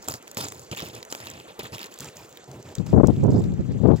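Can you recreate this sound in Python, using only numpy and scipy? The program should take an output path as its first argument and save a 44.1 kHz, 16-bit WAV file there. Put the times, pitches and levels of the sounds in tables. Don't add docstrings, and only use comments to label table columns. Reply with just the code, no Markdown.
import sys
import numpy as np
from scipy import signal
from scipy.fft import rfft, irfft
from scipy.io import wavfile
from scipy.ndimage import uniform_filter1d, minimum_filter1d

SR = 44100
rng = np.random.default_rng(int(sys.argv[2]) if len(sys.argv) > 2 else 0)


def field_ratio(decibels):
    return 10 ** (np.asarray(decibels, dtype=float) / 20)


def wav_record(signal):
    frames = np.transpose(np.atleast_2d(signal))
    bounded = np.clip(frames, -1, 1)
    quanta = np.round(bounded * 32767).astype(np.int16)
    wavfile.write(sys.argv[1], SR, quanta)


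N = 176400

HZ = np.arange(N // 2 + 1) * SR / N + 1e-3
FAR_FROM_S = 2.4

# [t/s, length/s, grain level/dB, thud
# level/dB, coarse over fine grains/dB]
NEAR_PAWS = [(.02, 0.052, -46.5, -80, -25), (.076, 0.038, -33, -34, -12.5),
             (.135, 0.022, -37.5, -38, -35.5), (.272, 0.057, -53, -71, -10),
             (.368, 0.093, -31.5, -36.5, -4.5), (.478, 0.16, -46.5, -46.5, -34),
             (.714, 0.021, -41.5, -29, 7), (.762, 0.057, -40, -50, 5.5), (.82, 0.015, -40.5, -31, 3),
             (.845, 0.056, -42, -41, -2), (.93, 0.062, -46.5, -42, 3.5), (1.1, 0.087, -41.5, -64.5, -8),
             (1.2, .12, -47, -45.5, 4.5), (1.33, 0.082, -52, -46, 5), (1.47, 0.043, -55.5, -49.5, 10),
             (1.59, 0.008, -36.5, -29, 9.5), (1.63, 0.036, -42.5, -41, 6), (1.72, 0.04, -40.5, -37, 2.5),
             (1.79, 0.068, -43.5, -79, 5.5), (1.91, 0.095, -52.5, -78, -1), (2.0, 0.092, -44, -41, -1),
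             (2.155, 0.095, -49.5, -49.5, -3.5), (2.3, 0.12, -72, -62, 12), (2.47, 0.14, -84, -39.5, 0)]
FAR_PAWS = [
    (2.641, 0.087, -56.5, -40.5, 4),
    (2.751, 0.054, -48.5, -56, -7.5),
    (2.854, 0.074, -50, -42, -3),
    (3.049, 0.2, -56, -56, 1),
    (3.298, 0.16, -49.5, -82, -11),
    (3.951, 0.044, -48.5, -40.5, -6),
]


def paw_steps():
    s, length, grain_db, thud_db, coarse_db = np.transpose([*NEAR_PAWS, *FAR_PAWS])
    near = s < FAR_FROM_S
    far_rise_s, lift_s = 0.015, 0.016
    fine_push = bursts(s, length, grain_db, np.where(near, 0.002, far_rise_s), lift_s, sag_db=4)
    coarse_push = bursts(s, length, grain_db + coarse_db, 0.016, lift_s, sag_db=4.1)
    thud_push = bursts(s, length, thud_db, np.where(near, 0.0027, far_rise_s), 0.0061, sag_db=1.0)
    main, other = crushed_crust(fine_push, coarse_push)
    return np.array([main + paw_thuds(thud_push), other])


# [f/Hz, level/dB per Hz]
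FINE_GRAINS = [(240, 4.5), (450, -1), (1460, -1), (1730, -10), (2840, -17), (5000, -6.5), (5800, -10),
               (7400, -4), (8630, -16), (16000, -16)]
# [f/Hz, level/dB per Hz]
COARSE_GRAINS = [(300, 5.5), (900, 4.5), (1700, 5), (2500, 5), (3200, 4), (4600, -6), (8000, -49.5)]


def crushed_crust(fine_push, coarse_push):
    clumps_per_s = 110
    clumps = field_ratio(2.4 * np.clip(drift(clumps_per_s), -2, 2))
    takes = np.zeros((2, N))
    for push, spectrum in [(fine_push, FINE_GRAINS), (coarse_push, COARSE_GRAINS)]:
        own_clumps = field_ratio(4.5 * np.clip(drift(clumps_per_s / 2), -2, 2))
        for take in takes:
            crumble = np.zeros(N)
            for hz, band in bands(spectrum, grains()):
                if hz > 200:
                    crumble += np.roll(band * own_clumps, int(7 * hz))
            take += push * evened(rms_one(clumps * crumble), 0.02, 0.8)
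    return takes


def grains():
    grains_per_s, spread_db = 2600, 4.0
    sizes = field_ratio(spread_db * np.minimum(rng.exponential(1, N), 5)) * rng.choice([-1, 1], N)
    return sizes * (rng.random(N) < grains_per_s / SR)


# [f/Hz, level/dB per Hz]
THUD_COLOUR = [(40, -58.5), (80, -3), (130, 3), (220, -12), (400, -7.5), (800, -15.5), (1500, -37.5)]


def paw_thuds(push):
    return push * evened(colour(THUD_COLOUR, rng.standard_normal(N)), 0.012, 0.97)


# [t/s, peak level/dB, ring f/Hz, dull share level/dB]
NEAR_SNAPS = [(0.0261, -29, 6460, -11), (0.0437, -36, 6830, -6), (0.085, -10, 8000, -2),
              (0.1208, -23, 4680, 4), (0.1395, -20, 7700, 4), (0.2256, -34.5, 7420, 0),
              (0.2736, -37, 2260, 8), (0.2782, -32, 6200, 9), (0.3141, -23.5, 7400, -6),
              (0.347, -30, 7500, -6), (0.3706, -25, 2920, 13), (0.4108, -23, 4800, 8),
              (0.4846, -18.5, 6930, -3), (0.5217, -21.5, 7500, 4), (0.594, -31, 7000, -14),
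              (0.7142, -23, 3130, 3.5), (0.7486, -26, 3340, -23), (0.7732, -23, 3200, -18),
              (0.7947, -18, 3030, -15), (0.8044, -21, 3170, 1), (0.8214, -22, 3020, -12),
              (0.8589, -27.5, 2920, -3), (0.9501, -27.5, 6700, -2), (1.0284, -43, 2970, 25.5),
              (1.0507, -32, 6300, 7), (1.1134, -48, 5390, 17.5), (1.1174, -30, 7600, 3),
              (1.1251, -20.5, 5600, 10), (1.1499, -31.5, 6750, 17.5), (1.2025, -36.5, 3800, 16.5),
              (1.2574, -29.5, 6760, -6), (1.27, -27, 3740, 10), (1.3008, -25, 6900, -10),
              (1.314, -29, 7200, -9), (1.3999, -31.5, 2660, 0), (1.5973, -30.5, 3200, -1),
              (1.6443, -38, 3570, -8), (1.7475, -25, 2780, 3), (1.7818, -21.5, 2610, -15),
              (1.7928, -24, 3300, -19), (1.8164, -27, 3340, -16), (1.8298, -21.5, 3530, -14),
              (1.8419, -30, 3790, 6), (1.859, -26, 6630, -9), (1.867, -33, 4600, -9),
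              (1.9175, -36.5, 6900, -6), (1.9246, -36, 3260, -9), (1.9408, -27, 7400, -19),
              (1.977, -32, 3680, -11), (1.9881, -25.5, 7240, -14)]
# [t/s, peak level/dB, ring f/Hz]
LATER_SNAPS = [(1.9985, -27.5, 3730), (2.0054, -19, 7440), (2.026, -29.5, 3850), (2.045, -24.5, 7040),
               (2.169, -27, 6860), (2.2932, -38, 7190), (2.3136, -41, 7040), (2.3265, -35.5, 6750),
               (2.3724, -25.5, 3500), (2.4418, -34, 7420), (2.4957, -43, 7390), (2.5144, -31, 7110),
               (2.6268, -35.5, 6930), (2.6901, -36.5, 3900), (2.7521, -22.5, 7830), (2.7534, -23, 6120),
               (2.7834, -29, 3820), (2.8639, -32, 7140), (3.0717, -19, 7380), (3.1643, -37, 3860),
               (3.238, -32, 7430), (3.268, -40, 7110), (3.3057, -36.5, 7410), (3.3185, -43, 7180),
               (3.3954, -36, 7430), (3.4394, -33, 3890), (3.5202, -40, 3790), (3.539, -36, 6720),
               (3.6086, -42, 4460), (3.7207, -40.5, 7390), (3.7977, -48, 7000), (3.866, -61, 4000),
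               (3.8755, -38.5, 4260), (3.9145, -38, 3530), (3.9449, -44, 4000), (3.961, -38, 7180)]
# [f/Hz, level/dB]
SNAP_TREBLE = [(7600, -3.5), (8700, -13), (16000, 2)]


def ice_snaps():
    t60_s, ring_width, later_dull_db = 0.0105, 0.23, -29
    plates = [*NEAR_SNAPS, *[(*row, later_dull_db) for row in LATER_SNAPS]]
    u = np.arange(2048) / SR
    out = np.zeros((2, N + len(u)))
    broad_filter = signal.butter(2, 1900, "high", fs=SR)
    dull_filter = signal.butter(1, [870 / 2, 870 * 1.9], "band", fs=SR)
    for s, peak_db, hz, dull_db in plates:
        crack = rng.standard_normal((2, len(u))) * np.exp(-u * np.log(1000) / t60_s)
        ring_edges = [hz * (1 - ring_width / 2), hz * (1 + ring_width / 2)]
        ring_filter = signal.butter(1, ring_edges, "band", fs=SR)
        start = int(s * SR)
        for shape, share_db in [(ring_filter, 0), (broad_filter, -4), (dull_filter, dull_db)]:
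            part = signal.lfilter(*shape, crack)
            part = part / np.abs(part).max(axis=1, keepdims=True)
            out[:, start:start + len(u)] += field_ratio(peak_db - 1.5 + share_db) * part
    return filtered(out[:, :N], SNAP_TREBLE)


# [f/Hz, level/dB]
SCATTER = [(300, -24.5), (2000, -3), (4500, 2), (9000, 3)]


def ports(main, other):
    port_lag_s, turn_s, right_db = 0.000286, 1.96, 1.1
    seconds = np.arange(N) / SR
    far = filtered([main, other], [(7800, 0), (9500, -6)])
    main, other = np.where(seconds < FAR_FROM_S, [main, other], far)
    late = irfft(rfft(main) * np.exp(-2j * np.pi * HZ * port_lag_s), N)
    turned = np.clip((seconds - turn_s) / 0.02, 0, 1)
    scatter = rfft(other) * curve(SCATTER)
    left = late + turned * (main - late) + irfft(scatter, N)
    right = main + irfft(1j * scatter, N)
    return np.array([left, right * field_ratio(right_db)]) * field_ratio(-3)


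# [t/s, length/s, level/dB]
LEFT_WIND = [(2.78, 0.035, -21.5), (2.796, 0.014, -16), (2.82, 0.16, -26), (2.927, 0.024, -6),
             (2.959, 0.013, -9.5), (2.972, 0.016, -4.5), (2.997, 0.0073, 0.5), (3.031, 0.013, -0.5),
             (3.061, 0.013, -11), (3.082, 0.021, -6.5), (3.11, 0.16, -19.5), (3.285, 0.04, -14.5),
             (3.342, 0.016, -10.5), (3.37, 0.086, -20), (3.42, 0.12, -19), (3.52, 0.098, -22.5),
             (3.585, 0.18, -22.5), (3.685, 0.035, -18), (3.745, 0.044, -20), (3.8, 0.027, -15),
             (3.832, 0.028, -8), (3.852, 0.0032, -1.5), (3.866, 0.022, -7), (3.884, 0.027, -7),
             (3.912, 0.014, -9), (3.93, 0.016, -7.5), (3.95, 0.064, -24)]
# [t/s, length/s, level/dB]
RIGHT_WIND = [(2.89, 0.089, -24), (2.955, 0.042, -17.5), (3.06, 0.013, -31.5), (3.125, 0.0066, -15),
              (3.17, 0.12, -18), (3.23, 0.039, -11), (3.275, 0.026, -10), (3.32, 0.085, -12),
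              (3.42, 0.13, -22.5), (3.59, 0.018, -14), (3.63, 0.055, -32), (3.7, 0.084, -25.5),
              (3.8, 0.053, -34.5), (3.94, 0.083, -36)]
# [f/Hz, level/dB per Hz]
FULL_GUST = [(18, -47), (30, -27), (102, -3), (287, -8), (352, -8.5), (400, -8.5), (887, -21), (2500, -51),
             (3250, -53), (5500, -120)]


def wind_gusts():
    return np.array([buffet(LEFT_WIND), buffet(RIGHT_WIND)])


def buffet(gusts):
    full_gust_db, dulling_per_octave, knee_hz = -3.5, 0.65, 183
    s, length, db = np.transpose(gusts)
    push = bursts(s, length, db, 0.0028, 0.0092, sag_db=1.0)
    lumps_db = 2.24 * np.clip(drift(45), -2, 2)
    strength = push * field_ratio(lumps_db - full_gust_db)
    flow = np.zeros(N)
    for hz, band in bands(FULL_GUST, rng.standard_normal(N)):
        if hz < 3000:
            dulling = dulling_per_octave * max(np.log2(hz / knee_hz), 0)
            flow += evened(band, 0.016, 0.48) * band.std() * strength ** dulling
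    return signal.sosfilt(signal.butter(2, 1550, fs=SR, output="sos"), push * flow)


# [f/Hz, level/dB per Hz]
FIELD_AIR = [(24, -41), (40, 2.5), (467, 14.5), (1680, -10.5), (3740, -22), (5440, -27), (7170, -21),
             (8770, -33.5), (16000, -34.5)]


def field_air():
    patches = drift(19.0)
    takes = np.zeros((2, N))
    for take in takes:
        for hz, band in bands(FIELD_AIR, rng.standard_normal(N)):
            take += band * field_ratio(3.0 * np.roll(patches, int(9 * hz)))
    return field_ratio(-49) * rms_one(ports(takes[0], field_ratio(19.0) * takes[1]))


def ducked(field, wind):
    duck_above_db, recover_db_per_s = -12, 6
    level_db = 10 * np.log10(uniform_filter1d((wind ** 2).max(axis=0), size=800) + 1e-12)
    ramp = recover_db_per_s * np.arange(N) / SR
    held_db = np.maximum.accumulate(level_db + ramp) - ramp
    over_db = np.maximum(held_db - duck_above_db, 0)
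    hiss = irfft(rfft(field) * (HZ > 7800), N)
    return (field - hiss) * field_ratio(-0.13 * over_db) + hiss * field_ratio(-0.2 * over_db)


def bursts(s, length, db, rises, fall, sag_db):
    power = np.zeros(N)
    for at, hold, level_db, rise in zip(s, length, db, rises + 0 * s):
        start = int(at * SR)
        u = np.arange(min(N - start, SR // 2)) / SR
        up = np.sin(np.pi / 2 * np.clip(u / rise, 0, 1)) ** 2
        sag = field_ratio(level_db - sag_db * np.clip(u / hold, 0, 1))
        down = np.exp(-np.maximum(u - hold, 0) / fall)
        power[start:start + len(u)] += (sag * up * down) ** 2
    return np.sqrt(power)


def drift(rate_hz):
    r = np.exp(-2 * np.pi * rate_hz / SR)
    return rms_one(signal.lfilter([1], [1, -2 * r, r * r], rng.standard_normal(N + SR))[SR:])


def bands(spectrum, source):
    whole = rfft(colour(spectrum, source))
    place = 2 * np.log2(np.clip(HZ, 40, 16000) / 40)
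    for k in range(19):
        overlap = np.clip(1 - np.abs(place - k), 0, 1)
        yield 40 * 2 ** (k / 2), irfft(whole * overlap, N)


def colour(spectrum, source):
    return rms_one(filtered(source, spectrum))


def filtered(x, spectrum):
    return irfft(rfft(x) * curve(spectrum), N)


def curve(spectrum):
    hz, db = np.transpose(spectrum)
    return field_ratio(np.interp(np.log(HZ), np.log(hz), db))


def evened(x, seconds, share):
    return rms_one(x / uniform_filter1d(x ** 2, size=int(seconds * SR)) ** (share / 2))


def rms_one(x):
    return x / np.sqrt(np.mean(x ** 2) + 1e-20)


def scene():
    dogs = ports(*(paw_steps() + ice_snaps()))
    wind = wind_gusts()
    return dogs + wind + ducked(field_air(), wind)


# [f/Hz, level/dB]
MIC_RESPONSE = [(25, -24), (55, 0), (15800, 0), (16150, -40)]


def microphones(x):
    return filtered(x, MIC_RESPONSE)


def low_pass(x):
    return signal.sosfilt(signal.butter(12, 16980, fs=SR, output="sos"), x)


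def record(dry):
    heard = microphones(dry)
    span = int(0.003 * SR)
    gain = minimum_filter1d(np.minimum(1, 0.99 / (np.abs(heard) + 1e-9)), size=2 * span)
    mix = heard * uniform_filter1d(gain, size=span)
    return low_pass(mix)


dry = scene()
out = record(dry)
wav_record(out)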